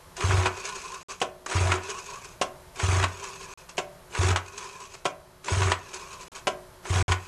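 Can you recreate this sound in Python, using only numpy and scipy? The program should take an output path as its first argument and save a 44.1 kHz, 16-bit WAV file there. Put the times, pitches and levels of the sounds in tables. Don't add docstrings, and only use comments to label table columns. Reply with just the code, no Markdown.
import sys
import numpy as np
from scipy import signal
from scipy.fft import rfft, irfft
from scipy.io import wavfile
from scipy.ndimage import uniform_filter1d

SR = 44100
rng = np.random.default_rng(int(sys.argv[2]) if len(sys.argv) > 2 else 0)


def transcribe(u):
    v = np.clip(np.atleast_2d(u).T, -1, 1)
    q = np.round(v * 32767).astype(np.int16)
    wavfile.write(sys.argv[1], SR, q)


N = 320739
TIME = np.arange(N) / SR

# (start [s], time to reach speed [s], stop [s],
# relative rattle level [dB], relative rope hiss level [dB])
PULLS = [(0.146, 0.067, 0.47, -27.5, -33), (1.455, 0.057, 1.76, -29, -33),
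         (2.733, 0.085, 3.014, -28.5, -31.5), (4.084, 0.11, 4.317, -27, -30),
         (5.42, 0.069, 5.718, -29.5, -32.5), (6.815, 0.097, 7.12, -28.5, -31.5)]
# (frequency [Hz], width [Hz], lift [dB])
HOUSING = [(365.4, 58, 5.5), (401, 77, 3), (740, 24, 1.5), (830, 42, 1), (982, 65, 8.5), (1099, 40, 7),
           (1460, 72, 4.5), (1670, 50, 1.5), (2290, 64, 2), (2490, 220, 3.5), (6560, 560, 4.5),
           (7940, 140, 7)]
# (frequency [Hz], relative density [dB])
SCRAPE_SPECTRUM = [(120, -51.5), (200, -10.5), (310, -22.5), (388, 1.5), (496, -6.5), (679, -10.5),
                   (1050, -4), (1210, -8.5), (1520, -6), (2040, -13), (2470, -7), (3450, -13.5), (6580, -8),
                   (10900, -21.5), (13000, -54)]


def amp(db):
    return 10 ** (np.asarray(db) / 20)


def unit(x):
    return x / np.sqrt(np.mean(x ** 2) + 1e-20)


def read(points, hz):
    f, value = np.transpose(points)
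    return np.interp(np.log(hz + 1), np.log(f + 1), value)


def add(mix, s, sound):
    part = mix[max(round(s * SR), 0):][:len(sound)]
    part += sound[:len(part)]


def wander(hz):
    spectrum = rfft(rng.standard_normal(N))
    lowpass = 1 / (1 + (np.fft.rfftfreq(N, 1 / SR) / hz) ** 4)
    return unit(irfft(spectrum * lowpass, N))


def band(x, hz, kind):
    return signal.sosfilt(signal.butter(4, hz, kind, fs=SR, output="sos"), x)


def ease(s, rise):
    return 1 - np.exp(-(np.maximum(TIME - s, 0) / rise) ** 2)


def release(s, t60):
    return np.exp(-np.log(1000) * np.clip((TIME - s) / t60, 0, 2))


def colour(x, spectrum, resonances=(), size=8192):
    hz = np.fft.rfftfreq(size, 1 / SR)
    db = read(spectrum, hz)
    db = db + sum(lift / (1 + (2 * (hz - f) / width) ** 2) for f, width, lift in resonances)
    log_gain = np.log(amp(np.r_[db, db[-2:0:-1]]))
    taps = np.fft.ifft(np.exp(np.conj(signal.hilbert(log_gain)))).real[:size // 2]
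    return signal.oaconvolve(x, taps / np.linalg.norm(taps))[:N]


def resonate(x, hz, width):
    turn = np.exp(2j * np.pi * np.cumsum(hz) / SR)
    r = np.exp(-np.pi * width / SR)
    shifted_down = signal.lfilter([1 - r], [1, -r], x / turn)
    return 2 * (turn * shifted_down).real


def note_of(hz, width):
    once = resonate(rng.standard_normal(N), hz, width)
    return unit(resonate(once, hz, width))


def grains(per_s, spread_db, flutter_db, flutter_hz):
    size = amp(spread_db * np.minimum(rng.exponential(1, N), 4)) * rng.standard_normal(N)
    struck = rng.random(N) < per_s / SR
    return unit(size * struck * amp(flutter_db * wander(flutter_hz)))


def tinkle(per_s, width):
    total = np.zeros(N)
    for hz in np.linspace(700, 9500, num=18):
        size = amp(2 * np.minimum(rng.exponential(1, N), 4))
        contacts = size * (rng.random(N) < per_s / SR) * rng.choice([-1., 1.], N)
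        waver = np.sin(2 * np.pi * (rng.uniform(3, 9) * TIME + rng.random()))
        total += resonate(contacts, hz * (1 + .06 * waver), width)
    return unit(total)


def rubbing(drive, spectrum, body_gain, hiss_gain):
    sound = colour(drive, spectrum, HOUSING)
    body, hiss = band(sound, 3500, "low"), band(sound, 3500, "high")
    return body_gain * unit(body) + hiss_gain * unit(hiss)


def blows(rows, t60, chatter_db, chatter_t60, rise):
    t, out = np.arange(SR // 5) / SR, np.zeros(N)
    fall = amp(-60 * t / t60) + amp(chatter_db - 60 * t / chatter_t60)
    for s, db, *treble_db in rows:
        noise = np.tanh(2 * rng.standard_normal(len(t)))
        burst = amp(db) * fall * (1 - np.exp(-t / rise)) * noise
        dull = signal.lfilter(*signal.butter(1, 2500, fs=SR), burst)
        add(out, s, dull + amp(sum(treble_db)) * (burst - dull))
    return out


def background():
    # (frequency [Hz], relative density [dB])
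    air_spectrum = [(12, -48), (20, 2), (185, -2.5), (211, -21.5), (255, -7.5), (317, -16.5), (354, -7),
                    (428, -9.5), (660, -5.5), (797, -17.5), (865, -6), (2630, -20.5), (8660, -24),
                    (12000, -23), (13000, -25.5)]
    # (frequency [Hz], rms level [dB])
    hum = [(180, -71), (362, -67), (642, -73.5), (3240, -79), (3960, -76.5), (4160, -89), (4490, -80),
           (5220, -82.5), (5570, -89)]
    air = amp(-52) * unit(colour(rng.standard_normal(N), air_spectrum)) * amp(1.4 * wander(0.7))
    tones = sum(amp(db) * np.sin(2 * np.pi * np.cumsum(hz + 4 * wander(15.2)) / SR) for hz, db in hum)
    return air + np.sqrt(2) * tones


def pull():
    # (frequency [Hz], relative density [dB])
    whirr_spectrum = [(100, -47.5), (170, -9), (223, -10.5), (309, -8.5), (371, 0.5), (505, -8), (971, -7),
                      (1210, -7), (2490, -13), (4220, -22), (6520, -19), (9900, -26), (13000, -58)]
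    hiss_sag_db_per_s = 20.5
    rattle_t60, hiss_t60 = 0.24, 0.09
    rattle, hiss = np.zeros(N), np.zeros(N)
    for start, rise, stop, rattle_db, hiss_db in PULLS:
        speed = ease(start, rise)
        rattle += amp(rattle_db) * speed * release(stop, rattle_t60)
        sag_db = hiss_sag_db_per_s * np.maximum(TIME - start, 0)
        hiss += amp(hiss_db - sag_db) * speed * release(stop, hiss_t60)
    friction = grains(per_s=9000, spread_db=-0.5, flutter_db=2.4, flutter_hz=118)
    drive = friction + amp(-4.5) * tinkle(per_s=80, width=95)
    return rubbing(unit(drive), whirr_spectrum, amp(-2.5) * rattle, amp(-1.5) * hiss)


def slips(scrape, count=90):
    # (time [s], relative level [dB])
    loud_slips = [(.166, -23.5), (.6515, -21), (.7545, -25), (.8777, -39), (.942, -27), (1.1183, -27),
                  (1.2012, -25), (1.461, -21.5), (1.8997, -20.5), (2.0634, -31), (2.7576, -30.5),
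                  (3.2378, -23), (3.4044, -43), (3.692, -31.5), (3.7692, -29), (4.5775, -22), (5.0464, -31),
                  (5.4435, -26), (5.9419, -22.5), (6.351, -32)]
    small_per_s, small_db = 12, 12.5
    gap, chance_db = rng.uniform(0, 2, count), rng.normal(0, 2.6, count)
    times = np.cumsum(gap) / small_per_s
    scrape_db = 20 * np.log10(np.interp(times, TIME, scrape) + 1e-9)
    small_slips = list(zip(times, scrape_db + small_db + chance_db))
    ticks = blows(list(loud_slips) + small_slips, t60=0.042, chatter_db=-13, chatter_t60=0.029, rise=0.0017)
    return colour(band(ticks, 1230, "high"), SCRAPE_SPECTRUM, HOUSING)


def clacks():
    # (time [s], relative level [dB], relative treble [dB])
    knocks = [(0.206, -20.5, 9.5), (0.306, -13.5, -11), (0.457, -7.5, 3), (0.468, -15.5, 8),
              (1.462, -17.5, -15), (1.516, -20, 7), (1.718, -7.5, 5.5), (1.736, -32, -6),
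              (2.797, -21, 10.5), (2.826, -24, -13), (3.026, -10.5, 3), (3.038, -8.5, 7),
              (4.149, -24.5, 13), (4.359, -11, 7.5), (4.37, -20, 8), (5.481, -16.5, 5.5), (5.618, -13.5, 5),
              (5.63, -20, 10.5), (5.717, -11.5, 10.5), (6.853, -22, 0), (7.119, -14, 12)]
    # (frequency [Hz], relative density [dB])
    knock_spectrum = [(100, -19), (250, -6), (400, -7), (550, -1.5), (1000, 2.5), (1600, -0.5),
                      (2800, -4.5), (4000, -12), (5500, -18), (7500, -17.5), (9500, -25.5), (12000, -43)]
    struck = blows(knocks, t60=0.029, chatter_db=-9.5, chatter_t60=0.099, rise=0.0017)
    return amp(-6.0) * colour(struck, knock_spectrum, HOUSING)


def exhaust(hz=90.76, t60=0.29, rise=0.0023, count=5):
    # (first puff [s], length [s], quickest turn [s],
    # relative level [dB], fall per puff [dB], relative level of the last puff at the stop [dB])
    throbs = [(0.24, .16, .0425, -15.5, .5, -26.5), (1.551, .17, .0445, -16, 2.7, -34),
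              (2.831, .21, .0435, -16.5, 1.5, -31), (4.189, .13, .045, -15.5, 3, -23),
              (5.517, .16, .0425, -17, .5, -49), (6.902, .21, .044, -16.5, 0.9, -28)]
    turn_stretch = 0.1143
    last_puff_lead = 0.0078
    t, out = np.arange(SR // 2) / SR, np.zeros(N)
    swing = np.sin(2 * np.pi * hz * t) * amp(-60 * t / t60) * (1 - np.exp(-t / rise))
    from_middle = (np.arange(count - 1) - (count - 2) / 2) ** 2
    turns = np.r_[0, np.cumsum(1 + turn_stretch * (from_middle - from_middle.min()))]
    for (first, length, turn_s, db, fall_db, last_db), (_, _, stop, _, _) in zip(throbs, PULLS):
        for k, delay in enumerate(turn_s * turns):
            add(out, first + delay, (delay < length) * amp(db - fall_db * k) * swing)
        add(out, stop - last_puff_lead, amp(last_db) * swing)
    flow = uniform_filter1d(abs(out), size=900)
    flow_spectrum = [(20, -23), (45, -15), (70, 8), (120, -16), (160, -6), (230, -23), (500, -39.5)]
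    turbulence = unit(colour(rng.standard_normal(N), flow_spectrum))
    pipe = amp(0.5) * out + amp(-15.0) * flow * turbulence
    return signal.sosfilt(signal.butter(2, 48, "high", fs=SR, output="sos"), pipe)


def gulps(low_hz=950, glide_hz_per_s=48000, width=220, length=0.041):
    # (time, 4 ms after the onset [s], relative level [dB])
    gulp_rows = [(0.303, -17), (0.372, -26), (1.516, -21), (1.567, -19), (1.694, -20), (2.795, -24),
                 (2.892, -21.5), (2.985, -18), (4.15, -26), (4.281, -27), (5.532, -30), (5.616, -28),
                 (5.67, -21), (7.009, -23)]
    t, out = np.arange(0, length, 1 / SR), np.zeros(N)
    hz = low_hz + glide_hz_per_s * t
    envelope = signal.windows.tukey(len(t), .4) * np.exp(-t / length)
    for s, db in gulp_rows:
        chirp = resonate(resonate(rng.standard_normal(len(t)), hz, width), hz, width)
        add(out, s - .004, amp(db) * unit(chirp) * envelope)
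    return amp(-12.5) * out


def reel():
    # (start [s], spring takes up the rope [s], end [s], one turn of the reel [s],
    # relative level [dB], fade [dB per s])
    rewinds = [(0.448, 0.666, 1.19, 0.1, -41.5, 16.5), (1.73, 1.903, 2.32, 0.09, -41, 24),
               (3.01, 3.24, 3.635, 0.095, -44, 18), (4.393, 4.58, 5.01, 0.088, -45.5, 20.5),
               (5.738, 5.941, 6.42, 0.09, -46, 16.5), (7.135, 7.33, 7.7, 0.099, -48, 22)]
    slack_db, slack_hiss_db = -0.5, -5
    take_up, run_out = 0.077, 0.088
    swell_depth_db, uneven_db = 2, 1.5
    scrape, hiss = np.zeros((2, N))
    for start, taut, end, turn_s, db, fade in rewinds:
        running = ease(start, take_up) * (1 - ease(end - run_out, run_out))
        load = ease(taut - take_up, take_up)
        swell_db = swell_depth_db * load * np.cos(2 * np.pi * (TIME - taut) / turn_s)
        spring = running * amp(db + swell_db - fade * np.maximum(TIME - taut, 0))
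        scrape += spring * amp(slack_db * (1 - load))
        hiss += spring * amp(slack_hiss_db * (1 - load))
    uneven = amp(uneven_db * wander(17))
    return scrape * uneven, hiss * uneven


def rubs():
    # (start [s], length [s], relative level [dB])
    rub_rows = [(0.677, 0.11, -41), (0.832, 0.045, -43), (0.896, 0.077, -36), (1.086, 0.049, -40),
                (1.885, 0.11, -39.5), (2.073, 0.12, -40), (3.218, 0.068, -40), (3.295, 0.067, -47),
                (3.396, 0.04, -51), (3.457, .1, -44), (4.589, 0.09, -38.5), (4.73, 0.047, -45),
                (4.778, 0.077, -43), (5.943, 0.142, -43), (6.098, 0.091, -42.5), (6.194, 0.047, -49),
                (6.345, 0.056, -45)]
    note_hz, glide_hz = 1038, 110
    gain, hz = np.zeros(N), note_hz * np.ones(N)
    for s, length, db in rub_rows:
        u = np.linspace(0, 1, round(length * SR))
        add(gain, s, amp(db) * 2 * np.sqrt(u * (1 - u)))
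        add(hz, s, glide_hz * (u - .5))
    return gain, hz


def rewind():
    # (time [s], relative level [dB])
    swishes = [(.638, -38.5), (1.088, -40), (1.886, -39), (2.31, -55), (3.226, -40), (3.685, -42.5),
               (4.566, -45.5), (4.935, -44), (5.928, -41), (6.345, -39)]
    swish_rise, swish_hold, swish_t60 = 0.0061, 0.018, 0.12
    (body, hiss), (rub, hz) = reel(), rubs()
    body = body + amp(-17) * rub
    swish = sum(amp(db) * ease(s, swish_rise) * release(s + swish_hold, swish_t60) for s, db in swishes)
    friction = grains(per_s=6000, spread_db=0.0, flutter_db=2.5, flutter_hz=44.2)
    drive = friction + amp(-6.0) * tinkle(per_s=70, width=72)
    body_gain = amp(-3.0) * body + amp(-4) * swish
    hiss_gain = amp(-3.5) * hiss + amp(-8.5) * swish
    scrape = rubbing(unit(drive), SCRAPE_SPECTRUM, body_gain, hiss_gain)
    note_hz = hz + 20 * wander(22)
    overtone = note_of(2.44 * note_hz, width=110)
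    drone_phase = 2 * np.pi * np.cumsum(393 + 12 * wander(25.4)) / SR
    drone = amp(1.8 * wander(13)) * np.sin(drone_phase)
    note_gain = amp(-6.5) * rub + amp(-9.5) * body
    notes = note_gain * note_of(note_hz, width=130)
    notes += body * (amp(-10.5) * overtone + amp(-10.0) * drone)
    return scrape + notes + amp(-3.5) * slips(body)


def handle(bounce_s=.007, bounce_db=-3):
    # (time [s], relative level [dB], relative treble [dB])
    slaps = [(1.215, -10, -5), (2.413, -11, -0.5), (3.779, -11.5, -4.5), (5.053, -12, -2.5),
             (6.47, -9.5, -4)]
    # (frequency [Hz], relative level [dB], t60 [s])
    modes = [(367, -18, 0.9), (391.8, -1, 0.11), (457, -13.5, 0.05), (565, -5.5, 0.057), (588, -12, 0.56),
             (641.7, -15, 0.6), (671, -12.5, 0.4), (707, -7, 0.19), (736, 3, 0.082), (750, -23.5, 0.8),
             (995, -5, 0.13), (1078, 3, 0.088), (1353, -5, 0.11), (1430, -15, 0.11), (1547, -9, 0.14)]
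    # (frequency [Hz], relative density [dB])
    slap_spectrum = [(70, -26), (140, -7.5), (260, -13), (400, -3), (620, -1), (850, -7), (1100, -7.5),
                     (1900, -11.5), (3000, -7), (4200, -17), (6600, -13.5), (9000, -21), (12000, -39)]
    t, cowl = np.arange(SR) / SR, np.zeros(N)
    for s, db, _ in slaps:
        ring = np.zeros(SR)
        for hz, mode_db, t60 in modes:
            decay = amp(mode_db + rng.standard_normal() - 60 * t / t60)
            ring += decay * np.sin(2 * np.pi * (hz * t + rng.random()))
        add(cowl, s, amp(db) * ring * (1 - np.exp(-t / .001)))
    bounces = [(s + bounce_s, db + bounce_db, treble_db) for s, db, treble_db in slaps]
    hits = blows(list(slaps) + bounces, t60=0.031, chatter_db=-12, chatter_t60=0.11, rise=0.0015)
    return amp(-3.5) * colour(hits, slap_spectrum) + amp(-16.0) * cowl


def room(x, count=1600, size=20):
    # (frequency [Hz], t60 [s])
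    decay_times = [(100, 0.73), (400, 0.28), (700, 0.32), (1500, 0.33), (3000, 0.19), (7000, 0.19),
                   (12000, 0.14)]
    taps = np.zeros(SR)
    slots = size * (np.arange(count) + size)
    taps[slots + rng.integers(0, size, count)] = rng.choice([-1., 1.], count)
    hz, t, z = signal.stft(taps, SR, nperseg=256)
    decay = amp(-60 * t / read(decay_times, hz)[:, None])
    tail = signal.istft(z * decay, SR, nperseg=256)[1]
    return signal.fftconvolve(x, tail / np.linalg.norm(tail))[:N]


def scene():
    starter = pull() + gulps() + rewind() + clacks() + handle()
    mono = starter + amp(-13.0) * room(starter) + exhaust() + background()
    spread = amp(-40) * room(band(starter, 2240, "high")) + amp(-77.5) * rng.standard_normal(N)
    return np.array([mono + spread, mono - spread])


def record(dry):
    # (from [s], to [s])
    gaps = [(1.031, 1.085), (3.539, 3.575), (6.283, 6.318), (7.027, 7.081)]
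    live = 1. - sum((TIME > start) & (TIME < end) for start, end in gaps)
    live = uniform_filter1d(live, size=40)
    lowpass = signal.firwin(511, 12800, window=("kaiser", 9), fs=SR)
    return signal.oaconvolve(dry * live, lowpass[None], "same")


dry = scene()
out = record(dry)
transcribe(out)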